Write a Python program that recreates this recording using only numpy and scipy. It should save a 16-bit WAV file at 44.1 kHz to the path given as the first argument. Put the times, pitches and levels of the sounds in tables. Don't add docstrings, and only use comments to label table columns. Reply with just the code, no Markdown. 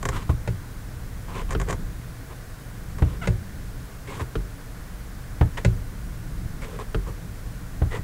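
import sys
import numpy as np
from scipy import signal
from scipy.fft import rfft, irfft
from scipy.io import wavfile
from scipy.ndimage import uniform_filter1d

SR = 44100
rng = np.random.default_rng(int(sys.argv[2]) if len(sys.argv) > 2 else 0)


def int16_out(signal):
    q = np.round(np.clip(np.atleast_2d(signal).T, -1, 1) * 32767)
    wavfile.write(sys.argv[1], SR, q.astype(np.int16))


N = 354123

# t/s, relative crack level/dB, relative boom level/dB, spectral tilt/(dB per octave)
END_STOP_KNOCKS = [(1.5497, -23.5, -17.5, -0.5), (4.354, -27.5, -19, 1.5), (6.9453, -22.5, -17, -0.5)]
LIFT_THUDS = [(0.295, -39.5, -17.5, 3), (3.0213, -29, -14, 0), (5.411, -23.5, -13, -1),
              (7.8178, -32, -17.5, -3)]
REST_STOP_CLACKS = [(0.4752, -22.5, -22, -1.5), (3.2728, -17, -15.5, -0.5), (5.6477, -15.5, -13, 0)]
# t/s, relative level/dB, spectral tilt/(dB per octave)
SOLE_SLIPS = [(0.0283, -23, 0), (0.0533, -17.5, .5), (0.0879, -18, 1), (1.5069, -23.5, 0.5),
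              (1.5127, -31, 1), (1.5219, -26, 0), (1.5295, -27, 0), (1.5992, -23.5, 0),
              (1.6145, -24.5, -0.5), (1.6859, -25, -0.5), (1.6926, -23, -1.5), (1.6988, -21.5, -0.5),
              (1.7068, -21, 1), (1.727, -22, -0.5), (2.984, -31.5, -0.5), (4.1953, -27, -2),
              (6.789, -26, -3)]
# t/s, duration/s, rub level/dB, treble gain/dB, judder f/Hz,
# pedal body level/dB, footwell rumble level/dB
SOLE_SLIDES = [(0.11, 0.053, -38.5, 1, 1320, -49, -20.5), (0.158, 0.015, -34, 2.5, 1080, -47, -27),
               (0.174, 0.057, -43, 2, 1060, -53, -49), (0.292, 0.0056, -31, -10, 1075, -55, -24),
               (1.274, .055, -41.5, -6, 1050, -49, -39), (1.325, 0.09, -37, -1, 1030, -40.5, -36),
               (1.483, 0.03, -43, -4, 1100, -56, -48), (1.654, 0.075, -42.5, -6, 1070, -35, -38),
               (2.295, 0.032, -46, -6, 1060, -48, -43), (2.984, .014, -45, -3, 1060, -52, -42),
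               (3.049, .11, -48.5, 0, 1070, -47.5, -44), (3.211, 0.051, -40.5, 3, 1520, -55, -37),
               (4.067, 0.043, -41.5, 2, 2160, -40.5, -34), (4.105, 0.051, -41, 3, 1030, -50, -34),
               (4.15, .04, -43, 3, 1050, -52, -34), (4.197, .019, -34, -2.5, 1030, -44, -24),
               (5.571, 0.011, -31, -2, 1870, -36, -40), (6.61, 0.039, -41, 3.5, 2220, -44.5, -33),
               (6.639, 0.13, -49.5, 4, 1060, -43.5, -42), (6.791, .026, -39, -1, 1040, -38, -39),
               (7.061, 0.031, -41.5, -6, 1050, -42, -30), (7.904, .068, -36, -2, 1950, -35.5, -32)]
# t/s, fundamental f/Hz, level/dB
SQUEAK_CONTOUR = [(3.213, 757, -52), (3.221, 745, -35.5), (3.228, 662, -37), (3.243, 650, -37),
                  (3.252, 753, -42), (3.266, 770, -52)]
# harmonic number, relative level/dB
SQUEAK_HARMONICS = [(1, -4), (2, 2), (3, -3), (4, -7), (5, -18)]

# f/Hz, relative level/dB, T60/s
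KNOCK_MODES = [(46.3, 6.5, 0.45), (95.7, -0.5, 0.25), (111, 0, 0.21), (173, -2, 0.24), (307, -4, 0.14),
               (387.5, -9.5, 0.3), (415, -0.5, 0.063), (441, 2.5, 0.088), (563, -5, 0.051),
               (1326, -3.5, 0.028), (1410, -4, 0.029), (2950, -14.5, 0.018)]
THUD_MODES = [(58, -2.5, 0.1), (75, 8.5, 0.14), (115.4, 4.5, 0.13), (158, -47, 0.054), (229, -8.5, 0.077),
              (293.5, -7.5, 0.11), (428, -10, 0.056), (507, -27, 0.043), (628, -13, 0.081),
              (886, -20, 0.041)]
CLACK_MODES = [(51.6, 11, 0.17), (86.1, -3, 0.48), (112.7, 7, 0.29), (168.5, 1.5, 0.18), (252, -10, 0.11),
               (292, -15, 0.1), (370, -13.5, 0.28), (422, -16, 0.14), (470, -17, 0.098), (560, -6, 0.088),
               (858, -16, 0.051), (1460, -13, 0.071), (1650, -12, 0.033), (2036, -9, 0.033),
               (2630, -17.5, 0.062)]
SLIP_MODES = [(60, 11, 0.073), (109, 5, 0.12), (169, -17, 0.057), (397, 0.5, 0.072), (524.5, -10, 0.14),
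              (1090, 6.5, 0.021), (1750, -6, 0.006), (8500, -16, 0.022)]
# f/Hz, relative density level/dB
KNOCK_SPECTRUM = [(200, -21), (450, 8.5), (750, 1), (1400, 3), (2200, -6.5), (3100, -3), (3600, -11.5),
                  (4300, -10), (6000, -24), (14000, -36)]
THUD_SPECTRUM = [(150, -26), (450, 2), (850, 3.5), (1200, -4.5), (1500, -5.5), (1920, -7.5), (2400, -10.5),
                 (3400, -16), (5000, -30), (14000, -36)]
CLACK_SPECTRUM = [(200, -8), (450, 10.5), (750, -3), (950, 3), (1250, -10), (2100, -2.5), (3200, -11),
                  (4300, -9.5), (5600, -17.5), (6600, -12.5), (7800, -14.5), (11000, -27), (16000, -42)]
SLIP_SPECTRUM = [(300, 2), (700, -3), (1100, -0.5), (1900, -2.5), (2700, -18), (3300, -13.5), (4600, -23.5),
                 (6600, -14.5), (7500, -11.5), (8400, -20), (10000, -26), (16000, -36)]
# f/Hz, relative density level/dB
RUB_SPECTRUM = [(200, 1.5), (400, -4), (750, -2.5), (1060, 4), (1450, -4), (2100, -5.5), (3200, -9),
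                (5000, -19.5), (7800, -17.5), (11000, -27.5), (16000, -46)]
FOOTWELL_SPECTRUM = [(25, 11.5), (50, -7), (85, 2), (115, 6.5), (170, -9), (230, -14), (400, -11),
                     (700, -38), (2000, -43)]
RUMBLE_SPECTRUM = [(8.8, -38), (15, 1.5), (27, 0.5), (43, -2.5), (51, -2), (75, -11), (92, -10.5),
                   (113, -8.5), (141, -15.5), (166, -12.5), (193, -15.5), (225, -23), (300, -26.5),
                   (349, -30.5), (400, -39), (520, -75), (880, -120)]
HISS_SPECTRUM = [(160, -17), (280, 0), (349, -8), (473, -3.5), (542, -9.5), (610, -7), (664, -8.5),
                 (916, -11.5), (1120, -9.5), (1330, -11.5), (1470, -8), (1930, -12.5), (2750, -20),
                 (14700, -23), (16000, -17.5)]
# t/s, relative level/dB
RUMBLE_CONTOUR = [(0.0, -37.5), (0.4, -37.5), (0.51, -40.5), (1.29, -38.5), (1.5, -33.5), (1.85, -36),
                  (2.39, -45), (2.57, -43.5), (2.97, -37), (3.13, -35), (4.07, -43.5), (5.34, -40.5),
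                  (5.5, -36.5), (5.97, -37), (6.49, -34.5), (6.69, -40), (7.69, -40), (8.03, -33)]


def pedal(rebound_s=0.0345, rebound_db=-8, rebound_hz=350):
    knock = impacts(END_STOP_KNOCKS, KNOCK_MODES, KNOCK_SPECTRUM, crack_db=-8.5, boom_db=-5,
                    rise_cycles=0.84, contact_hz=3500,
                    hold_s=0.0018, t60=0.047, tail_db=-18, tail_t60=0.09)
    clack = impacts(REST_STOP_CLACKS, CLACK_MODES, CLACK_SPECTRUM, crack_db=-8.5, boom_db=-1,
                    rise_cycles=1, contact_hz=3500,
                    hold_s=0.0024, t60=0.034, tail_db=-9, tail_t60=0.18)
    snap, thud = impacts(LIFT_THUDS, THUD_MODES, THUD_SPECTRUM, crack_db=-1.5, boom_db=0.5,
                         rise_cycles=0.16, contact_hz=750,
                         hold_s=0.0032, t60=0.049, tail_db=-10, tail_t60=0.16)
    add(thud, rebound_s, undb(rebound_db) * lowpass(thud, rebound_hz))
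    return sum(knock) + sum(clack) + snap + thud


def impacts(events, modes, spectrum, crack_db, boom_db, rise_cycles, contact_hz, variety=1.0, **decay):
    cracks, booms = np.zeros((2, N))
    body = lowpass(boom(modes, rise_cycles), contact_hz)
    pattern = rng.standard_normal(8192)
    for start, hard_db, heavy_db, tilt_db in events:
        noise = pattern + variety * rng.standard_normal(len(pattern))
        add(cracks, start, undb(hard_db + crack_db) * crack(noise, spectrum, tilt_db, **decay))
        add(booms, start, undb(heavy_db + boom_db) * body)
    return cracks, booms


def boom(modes, rise_cycles, length_s=0.5):
    t = np.arange(int(length_s * SR)) / SR
    out = 0
    for hz, db, t60 in modes:
        rise = 1 - np.exp(-t * hz / rise_cycles)
        out += undb(db) * np.cos(2 * np.pi * hz * t) * rise * fade(t, t60)
    return out


def crack(noise, spectrum, tilt_db, hold_s, t60, tail_db, tail_t60, onset_cycles=0.77):
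    t = np.arange(len(noise)) / SR
    f, bins = np.fft.rfftfreq(len(noise), 1 / SR), rfft(noise)
    out = 0
    for hz in 200 * 2 ** (np.arange(38) / 6):
        khz = hz / 1000
        in_band = np.abs(np.log2((f + 1) / hz)) < 1 / 12
        band = irfft(bins * in_band, len(noise))
        onset = 1 - np.exp(-(t * hz / onset_cycles) ** 2)
        early = fade(np.maximum(t - hold_s, 0), t60 * khz ** -0.052)
        cabin_tail = undb(tail_db) * fade(t, tail_t60 * khz ** -0.1)
        gain = np.sqrt(hz) * gain_at(spectrum, hz) * undb(tilt_db * np.log2(khz))
        out += gain * unit(band * onset * (early + cabin_tail))
    return out / rms(out[:SR // 100])


def creaks():
    ticks = [(start, db, db, tilt_db) for start, db, tilt_db in SOLE_SLIPS]
    return sum(impacts(ticks, SLIP_MODES, SLIP_SPECTRUM, crack_db=-9.5, boom_db=-6,
                       rise_cycles=0.5, contact_hz=9000, variety=0.4,
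                       hold_s=0.00066, t60=0.024, tail_db=-11.5, tail_t60=0.12))


def scuffs(grain_db=3, grain_hz=1200, treble_hz=1800, firm_db=-34, body_lag_s=0.00822):
    out = np.zeros(N)
    t = np.arange(SR // 2) / SR
    for start, length, db, treble_db, judder_hz, body_db, rumble_db in SOLE_SLIDES:
        noise, push, sizes = rng.standard_normal((3, len(t)))
        slips = noise * undb(grain_db * sizes[(t * grain_hz).astype(int)])
        shelved = colour(slips, [(treble_hz / 2, 0), (treble_hz * 2, treble_db)])
        rub = slide(colour(shelved, RUB_SPECTRUM), length)
        judder = slide(resonate(push, judder_hz, width_hz=200), length)
        body = slide(resonate(slips, hz=445, width_hz=150), length)
        rumble = slide(colour(push, FOOTWELL_SPECTRUM), length)
        judder_db = -4 + 0.2 * (db - firm_db)
        add(out, start, undb(db) * (rub + undb(judder_db) * judder))
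        add(out, start + body_lag_s, undb(body_db) * body + undb(rumble_db) * rumble)
    return out


def slide(x, length, attack_share=0.32, droop_db=0.5, release_t60=0.08):
    t = np.arange(len(x)) / SR
    attack = np.minimum(t / (attack_share * length), 1)
    droop = undb(droop_db * (0.5 - np.minimum(t / length, 1)))
    envelope = attack * droop * fade(np.maximum(t - length, 0), release_t60)
    return unit(envelope * x) * rms(envelope)


def squeak(jitter=0.022, jitter_hz=500):
    t = np.arange(N) / SR
    hz, db = curve(SQUEAK_CONTOUR, t)
    phase = 2 * np.pi * np.cumsum(hz * (1 + jitter * wander(jitter_hz))) / SR
    tone = sum(undb(harmonic_db) * np.sin(k * phase) for k, harmonic_db in SQUEAK_HARMONICS)
    sounding = (t > SQUEAK_CONTOUR[0][0]) & (t < SQUEAK_CONTOUR[-1][0])
    return sounding * undb(db) * tone


def cabin(rumble_gain_db=7, hum_db=-45, hiss_db=-45):
    level_db, = curve(RUMBLE_CONTOUR, np.arange(N) / SR)
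    rumble = undb(level_db + rumble_gain_db) * colour(rng.standard_normal(N), RUMBLE_SPECTRUM)
    hum = undb(hum_db) * resonate(rng.standard_normal(N), hz=117, width_hz=28)
    hiss = undb(hiss_db) * colour(rng.standard_normal(N), HISS_SPECTRUM)
    return rumble + hum + hiss


def resonate(x, hz, width_hz):
    b, a = signal.iirpeak(hz, hz / width_hz, fs=SR)
    return unit(signal.lfilter(b, a, signal.lfilter(b, a, x)))


def colour(x, spectrum):
    f = np.fft.rfftfreq(len(x), 1 / SR)
    return unit(irfft(rfft(x) * gain_at(spectrum, f), len(x)))


def gain_at(spectrum, hz):
    f, db = np.transpose(spectrum)
    return undb(np.interp(np.log(hz + 1), np.log(f), db))


def lowpass(x, hz):
    return signal.sosfilt(signal.butter(2, hz, fs=SR, output="sos"), x)


def wander(rate_hz):
    span = int(SR / rate_hz)
    steps = np.repeat(rng.standard_normal(N // span + 1), span)
    return unit(uniform_filter1d(uniform_filter1d(steps, span), span)[:N])


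def fade(t, t60):
    return np.exp(-np.log(1000) * t / t60)


def curve(rows, t):
    times, *columns = np.transpose(rows)
    return [np.interp(t, times, column) for column in columns]


def add(out, start, x):
    i = int(start * SR)
    out[i:i + len(x)] += x[:max(len(out) - i, 0)]


def undb(db):
    return 10 ** (np.asarray(db) / 20)


def rms(x):
    return np.sqrt(np.mean(x ** 2))


def unit(x):
    return x / rms(x)


def scene(side_hiss_db=-70, width_delay_s=0.002, width_db=-29, width_cut_hz=250):
    foot = pedal() + creaks() + scuffs() + squeak()
    side = undb(side_hiss_db) * colour(rng.standard_normal(N), HISS_SPECTRUM)
    highpass = signal.butter(2, width_cut_hz, "high", fs=SR, output="sos")
    add(side, width_delay_s, undb(width_db) * signal.sosfilt(highpass, foot))
    mid = foot + cabin()
    return np.array([mid + side, mid - side])


def record(dry, low_cut_hz=25, roll_off_hz=15000, top_hz=15650):
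    band = signal.butter(2, [low_cut_hz, roll_off_hz], "band", fs=SR, output="sos")
    steep_cut = signal.ellip(10, 0.2, 80, top_hz, fs=SR, output="sos")
    return signal.sosfilt(steep_cut, signal.sosfilt(band, dry))


dry = scene()
out = record(dry)
int16_out(out)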